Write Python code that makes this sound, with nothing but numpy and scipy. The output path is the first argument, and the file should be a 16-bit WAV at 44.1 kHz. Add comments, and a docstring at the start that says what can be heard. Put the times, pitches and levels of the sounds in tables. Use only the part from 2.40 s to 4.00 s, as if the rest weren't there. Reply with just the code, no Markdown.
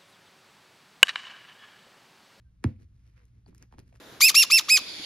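"""A cardboard box booms under one firm knock from a kitten's paw, close up in a quiet room.
The knock runs through the board as a fast falling chirp, and decaying sines ring the box after it.
Around it come soft rubs of filtered slips and noise, noisy claw ticks and tiny falling squeaks;
lighter paw taps follow as smaller chirps. Steady sines and coloured noise lie underneath as a low hum.
Noise tails add the box walls and the room."""
import sys
import numpy as np
from scipy import signal
from scipy.fft import rfft, irfft
from scipy.io import wavfile

SR = 44100
rng = np.random.default_rng(int(sys.argv[2]) if len(sys.argv) > 2 else 0)


def inscribe(sig):
    """Save sig as 16-bit PCM at rate SR to the path in sys.argv[1].

    A 1-D sig is mono; a 2-D sig holds one channel per row.
    Samples are clipped to [-1, 1] before scaling.
    """
    pcm = np.round(np.clip(np.atleast_2d(sig).T, -1, 1) * 32767)
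    wavfile.write(sys.argv[1], SR, pcm.astype(np.int16))


N = 70560  # length in samples: 1.6 s


def amp(db):
    """Turns decibels into gain."""
    return 10 ** (np.asarray(db) / 20)


def unit(x):
    """Scales a signal to rms 1."""
    return x / np.sqrt(np.mean(x ** 2) + 1e-20)


def read(points, hz):
    """Reads a table with straight lines on a log-frequency axis."""
    f, value = np.transpose(points)
    return np.interp(np.log(hz + 1), np.log(f + 1), value)


def freqs(size):
    """Gives the bin frequencies of a transform, in Hz."""
    return np.fft.rfftfreq(size, 1 / SR)


def add(mix, s, sound):
    """Mixes a sound in at time s, cut off at the end of the mix."""
    part = mix[max(round(s * SR), 0):][:len(sound)]
    part += sound[:len(part)]


# likeness of left and right in diffuse sound: f/Hz, likeness (0 unrelated, 1 identical)
STEREO_LIKENESS = [(100, 0.98), (330, 0.65), (600, 0.61), (2000, 0), (5000, 0.8), (7200, 1), (8100, 1),
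                   (12000, 0.5)]


def diffuse(pair, colour):
    """Colours two unrelated signals and blends them so that each band is partly alike left and right."""
    hz = freqs(N)
    a, b = rfft(pair, N)
    same = np.clip(read(STEREO_LIKENESS, hz), -1, 1)
    partner = same * a + np.sqrt(1 - same ** 2) * b
    return irfft(np.array([a, partner]) * amp(read(colour, hz)), N)


# steady hum partials: f/Hz, level/dB (rms)
HUM_PARTIALS = [(59.2, -61.5), (118.4, -64.5), (177.6, -76.5)]
# relative colour of the room noise: f/Hz, level/dB per Hz
NOISE_COLOUR = [(20, -16), (40, -2.5), (65, 1), (100, 1.5), (135, -5), (180, -19), (260, -18.5),
                (400, -32.5), (800, -37.5), (1800, -38), (3200, -42.5), (6500, -46), (11000, -53),
                (16000, -66)]
NOISE_DB = -61  # overall rms level


def background():
    """Steady sines make the low hum; coloured diffuse noise makes the faint air of the room."""
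    t = np.arange(N) / SR
    hum = sum(amp(db) * np.sqrt(2) * np.sin(2 * np.pi * (hz * t + rng.random()))
              for hz, db in HUM_PARTIALS)
    noise = unit(diffuse(rng.standard_normal((2, N)), NOISE_COLOUR))
    return hum + amp(NOISE_DB) * noise


# faint squeaks as the paw slips on the board: t/s, length/s, start f/Hz, end f/Hz, peak level/dB
SLIP_SQUEAKS = [(0.039, 0.061, 1570, 1554, -81), (.76, 0.11, 524, 450, -74.5),
                (1.0612, 0.0026, 4520, 4380, -57.5)]


def squeaks():
    """Stick-slip sings a short tone that falls in pitch while it swells and fades."""
    out = np.zeros(N)
    for s, length, start_hz, end_hz, db in SLIP_SQUEAKS:
        u = np.linspace(0, 1, round(length * SR))
        pitch = start_hz + (end_hz - start_hz) * u
        tone = np.sin(2 * np.pi * np.cumsum(pitch) / SR)
        add(out, s, amp(db) * np.sin(np.pi * u) * tone)
    return out


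BASS_HZ, TREBLE_HZ = 445, 3500  # shelf corners


def shelves(hz, bass_db, treble_db):
    """Gives the gain of smooth bass and treble shelves, in dB."""
    bass = bass_db / (1 + (hz / BASS_HZ) ** 4)
    treble = treble_db * hz ** 2 / (hz ** 2 + TREBLE_HZ ** 2)
    return bass + treble


DISPERSION = .88  # exponent: how steeply the travel time in the board grows towards the bass
HOLLOW_OCTAVES = 0.32  # spread of the hollow resonance


def blow(colour, db, bass_db=0, treble_db=0, travel_s=0, hollow_hz=1000, hollow_db=0, size=8192):
    """Bending waves disperse a coloured impulse: treble arrives first, so it chirps downwards."""
    hz = freqs(size)
    octaves = np.log2((hz + 1) / hollow_hz)
    hollow = hollow_db * np.exp(-.5 * (octaves / HOLLOW_OCTAVES) ** 2)
    log_gain = np.log(amp(read(colour, hz) + db + shelves(hz, bass_db, treble_db) + hollow))
    # minimum phase keeps the impulse causal
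    phase = -signal.hilbert(np.r_[log_gain, log_gain[-2:0:-1]]).imag[:len(hz)]
    # travel_s holds at 1 kHz; the delay stops growing below 70 Hz
    delay = travel_s * (1000 / np.maximum(hz, 70)) ** DISPERSION
    travel_phase = 2 * np.pi * np.cumsum(delay) * hz[1]
    wave = irfft(np.exp(log_gain + 1j * (phase - travel_phase)))
    return wave[:size // 2] * signal.windows.tukey(size, .5)[size // 2:]


# claws catching the board: t/s, level/dB, treble shelf level/dB
CLAW_TICKS = [(.233, -41, -12), (.3625, -43.5, -13), (0.773, -44.5, -14), (0.854, -52, 9),
              (1.1481, -38.5, 8), (1.158, -53, 12), (1.1806, -40, 6.5), (1.2255, -27.5, 0.5),
              (1.232, -32.5, -23), (1.236, -41, -19), (1.382, -51, -11), (1.3916, -26, -1.5),
              (1.3997, -27.5, -9.5), (1.479, -46.5, 1), (1.554, -36, -12), (1.5591, -38, -6)]
# colour of a claw tick: f/Hz, level/dB
CLAW_COLOUR = [(100, -12), (600, -6), (1300, 3), (2400, 1.5), (3300, -9.5), (5200, -1), (7500, 1),
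               (10000, -3), (13000, -14.5), (16000, -21.5)]
TICK_CRUMBLE, TICK_DECAY_S = 0.64, .0005  # fibre noise against the snap, and its decay time
TICK_TRAVEL_S = 0.00068  # at 1 kHz


def claws(size=512):
    """A claw snaps off the board in one sharp click, with a brief crumble of noisy fibres."""
    out, t = np.zeros(N), np.arange(size) / SR
    crumbles = rng.standard_normal((len(CLAW_TICKS), size))
    for (s, db, treble_db), fibres in zip(CLAW_TICKS, crumbles):
        snap = (t == 0) + TICK_CRUMBLE * fibres * np.exp(-t / TICK_DECAY_S)
        snap = snap / np.linalg.norm(snap)
        board = blow(CLAW_COLOUR, db, treble_db=treble_db, travel_s=TICK_TRAVEL_S)
        add(out, s, np.convolve(snap, board))
    return out


# paw and fur strokes: peak t/s, half width/s, level/dB, bass shelf level/dB, treble shelf level/dB
RUB_STROKES = [(.236, .006, -67.5, 15, -10), (.252, .003, -48, -3, -4.5), (.295, 0.024, -69.5, 10, -3),
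               (0.397, 0.0091, -74.5, 10, -9), (.424, 0.017, -72, 19, 6.5), (.6, 0.074, -84.5, 3.5, 7),
               (0.673, 0.029, -74.5, 3, 2.5), (0.744, 0.015, -79, -22.5, -2.5),
               (0.779, 0.015, -65.5, -16, -5), (0.818, 0.015, -66.5, -13, -11.5),
               (.86, .025, -82.5, -1.5, 6), (0.959, 0.042, -81.5, 13.5, 2), (1.089, .014, -71, 14.5, 8),
               (1.124, 0.024, -75.5, 20.5, -15), (1.192, 0.024, -73, 8, 7.5),
               (1.232, 0.015, -61.5, 7, -10.5), (1.336, 0.013, -66.5, -5, -3), (1.394, 0.0098, -66, 17, 2),
               (1.413, 0.03, -73.5, 17.5, -5.5), (1.492, .018, -75.5, 12.5, 8), (1.56, 0.018, -70, 4.5, 5)]
# relative colour of the friction: f/Hz, level/dB per Hz
FRICTION_COLOUR = [(30, -1), (90, 11.5), (230, 12), (400, 7), (750, -2), (1300, 1), (2200, 3), (3300, -7),
                   (5500, -5.5), (7500, -11), (11000, -16.5), (13000, -20.5), (16000, -43.5)]
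GRAINS_PER_S, GRAIN_SPREAD_DB = 1300, 4  # slip rate, and mean rise of slip size before the cap
RUB_SMOOTH = 0.56  # fur noise against the slips, as an rms ratio
CATCH_DB, CATCH_S = 1.16, .005  # rms unevenness of the pressure, and its smoothing time


def rubs():
    """Dense tiny slips and smooth fur noise swell and fade with each stroke, catching unevenly."""
    t, hz = np.arange(N) / SR, freqs(N)
    sizes = amp(GRAIN_SPREAD_DB * np.minimum(rng.exponential(1, (2, N)), 4))
    struck = rng.random((2, N)) < GRAINS_PER_S / SR
    slips = sizes * rng.choice([-1, 1], (2, N)) * struck
    fur = RUB_SMOOTH * rng.standard_normal((2, N))
    slow_noise = irfft(rfft(rng.standard_normal(N)) * np.exp(-(hz * CATCH_S) ** 2), N)
    pressure = amp(CATCH_DB * unit(slow_noise))
    friction = rfft(unit(diffuse((unit(slips) + fur) * pressure, FRICTION_COLOUR)))
    out = np.zeros((2, N))
    for s, width, db, bass_db, treble_db in RUB_STROKES:
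        stroke = irfft(friction * amp(db + shelves(hz, bass_db, treble_db)), N)
        out += stroke * np.exp(-.5 * ((t - s) / width) ** 2)
    return out


# colour of the knock's bending wave: f/Hz, level/dB
KNOCK_WAVE = [(25, -8.5), (50, -9), (72, 21.5), (95, 29), (125, 33), (160, 12), (220, 28), (305, 25),
              (400, 13), (550, 0.5), (1000, 5.5), (1600, 0), (2200, 0), (3100, -12.5), (4800, -13.5),
              (9500, -16), (12000, -31), (16000, -30)]
# ringing of the box: f/Hz, level/dB, t60/s
BOX_RINGING = [(90.4, -18, 0.11), (123.3, -34.5, 0.29), (217.8, -30, 0.21), (341.4, -47.5, .13),
               (507, -47, 0.2)]
KNOCK_S, KNOCK_DB = .2405, 0
KNOCK_TRAVEL_S = 0.002243  # at 1 kHz
BOX_LAG_S, BOX_RISE_S = .018, 0.0088  # the ringing starts after the knock and builds up


def knock():
    """A firm blow chirps through the board, then the box modes build up and ring down."""
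    out, t = np.zeros(N), np.arange(SR // 2) / SR
    add(out, KNOCK_S, blow(KNOCK_WAVE, KNOCK_DB, travel_s=KNOCK_TRAVEL_S))
    ring = sum(amp(db - 60 * t / t60) * np.sin(2 * np.pi * hz * t) for hz, db, t60 in BOX_RINGING)
    add(out, KNOCK_S + BOX_LAG_S, ring * (1 - np.exp(-t / BOX_RISE_S)))
    return out


# light paw taps: t/s, level/dB, bass shelf level/dB, treble shelf level/dB, hollow f/Hz, hollow level/dB
PAW_TAPS = [(.41, -42.5, 26.5, -4, 81, 9), (1.0626, -25.5, -5.5, -12.5, 720, 9.5),
            (1.0847, -32.5, 19.5, -8, 357, 9.5), (1.127, -32, 0, -23, 1240, 9),
            (1.3127, -36, -2, -15, 1710, 11.5), (1.3246, -18, -2.5, -5.5, 940, 7),
            (1.3384, -20.5, 6.5, -11, 910, 5.5), (1.346, -34, 20, -3, 2330, 11),
            (1.3835, -12.5, 2, -4.5, 223, 1), (1.5235, -33.5, -4, -15, 625, 21),
            (1.527, -32.5, -11, 4.5, 2370, 13.5), (1.542, -28.5, 6.5, -18, 576, 9.5),
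            (1.5581, -32, 4.5, 0, 1490, 11)]
# shared colour of the taps: f/Hz, level/dB
PAW_COLOUR = [(40, 5.5), (120, -0.5), (220, 5.5), (350, -2.5), (550, -4), (900, -2.5), (1500, -9),
              (2500, -17), (5000, -20.5), (9000, -23.5), (16000, -46)]
TAP_TRAVEL_S = 0.001586  # at 1 kHz


def taps():
    """Light taps chirp through the same board, each spot with its own hollow pitch."""
    out = np.zeros(N)
    for s, db, bass_db, treble_db, hollow_hz, hollow_db in PAW_TAPS:
        add(out, s, blow(PAW_COLOUR, db, bass_db, treble_db, TAP_TRAVEL_S, hollow_hz, hollow_db))
    return out


# colour of the close reflections from the box walls: f/Hz, level/dB
WALL_REFLECTIONS = [(100, -57.5), (400, -35.5), (800, -10), (2000, -4.5), (3500, -4), (6000, -12.5),
                    (10000, -14.5), (16000, -13.5)]
WALL_DECAY_S, WALL_LAG_S = 0.00253, .0004


def walls(x):
    """The box walls scatter each sound into a few milliseconds of decaying noise."""
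    t = np.arange(N) / SR
    echoes = rng.standard_normal((2, N)) * (t > WALL_LAG_S) * np.exp(-t / WALL_DECAY_S)
    echoes = diffuse(echoes / np.linalg.norm(echoes, axis=1, keepdims=True), WALL_REFLECTIONS)
    return signal.fftconvolve(x[None], echoes[:, :SR // 10], axes=1)[:, :N]


# decay of the room tail: f/Hz, t60/s
ROOM_DECAY = [(80, 0.75), (300, 0.19), (1000, 0.16), (2500, 0.3), (5000, 0.3), (12000, 0.2)]
# colour of the room tail: f/Hz, level/dB
ROOM_TONE = [(60, -9.5), (200, -15.5), (400, -11.5), (650, -2), (1100, -15.5), (2200, -13.5), (4500, -13.5),
             (9000, -21.5), (13000, -7), (16000, -33.5)]
ROOM_LAG_S = .003


def room(x):
    """A small furnished room answers with a noise tail, each band dying at its own speed."""
    hz, t, bands = signal.stft(rng.standard_normal((2, SR // 2)), SR, nperseg=256)
    t60 = read(ROOM_DECAY, hz)[:, None]
    # the root evens out the energy of short and long decays
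    bands = bands * amp(-60 * t / t60) * np.sqrt(2 * np.log(1000) / (t60 * SR))
    tail = signal.istft(bands, SR, nperseg=256)[1]
    tail = diffuse(tail, ROOM_TONE)[:, :SR // 2]
    tail = np.pad(tail, ((0, 0), (round(ROOM_LAG_S * SR), 0)))
    return signal.fftconvolve(x[None], tail, axes=1)[:, :N]


# stereo balance of the blows: f/Hz, left minus right level/dB
BLOW_BALANCE = [(100, -.3), (330, -.7), (750, -4.5), (1100, -6), (2000, 0), (4300, -3), (8000, 0),
                (16000, -1)]


def scene():
    """Places the blows slightly to the right and joins claws, squeaks, rubs, reflections and hum."""
    blows = knock() + taps()
    scratches = claws() + squeaks()
    balance = amp(np.outer([.5, -.5], read(BLOW_BALANCE, freqs(N))))
    placed = irfft(rfft(blows) * balance, N)
    struck = blows + scratches
    return placed + scratches + walls(struck) + room(struck) + rubs() + background()


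# phase between left and right: f/Hz, phase/rad
STEREO_PHASE = [(100, 0), (380, 0.4), (600, 2), (1000, 1.4), (2200, -0.15), (4000, 0.83), (6300, 2.16),
                (7200, 2.5), (8100, 3.5), (8900, 1.24), (12000, 0.5), (16000, 6.2)]
EDGE_HZ = 16300  # top of the band


def record(dry):
    """Turns left and right apart in phase, then low-passes both."""
    turn = np.exp(1j * np.outer([.5, -.5], read(STEREO_PHASE, freqs(N))))
    turned = irfft(rfft(dry) * turn, N)
    lowpass = signal.firwin(255, EDGE_HZ, window=("kaiser", 9), fs=SR)
    return signal.oaconvolve(turned, lowpass[None], "same")


dry = scene()
out = record(dry)
inscribe(out)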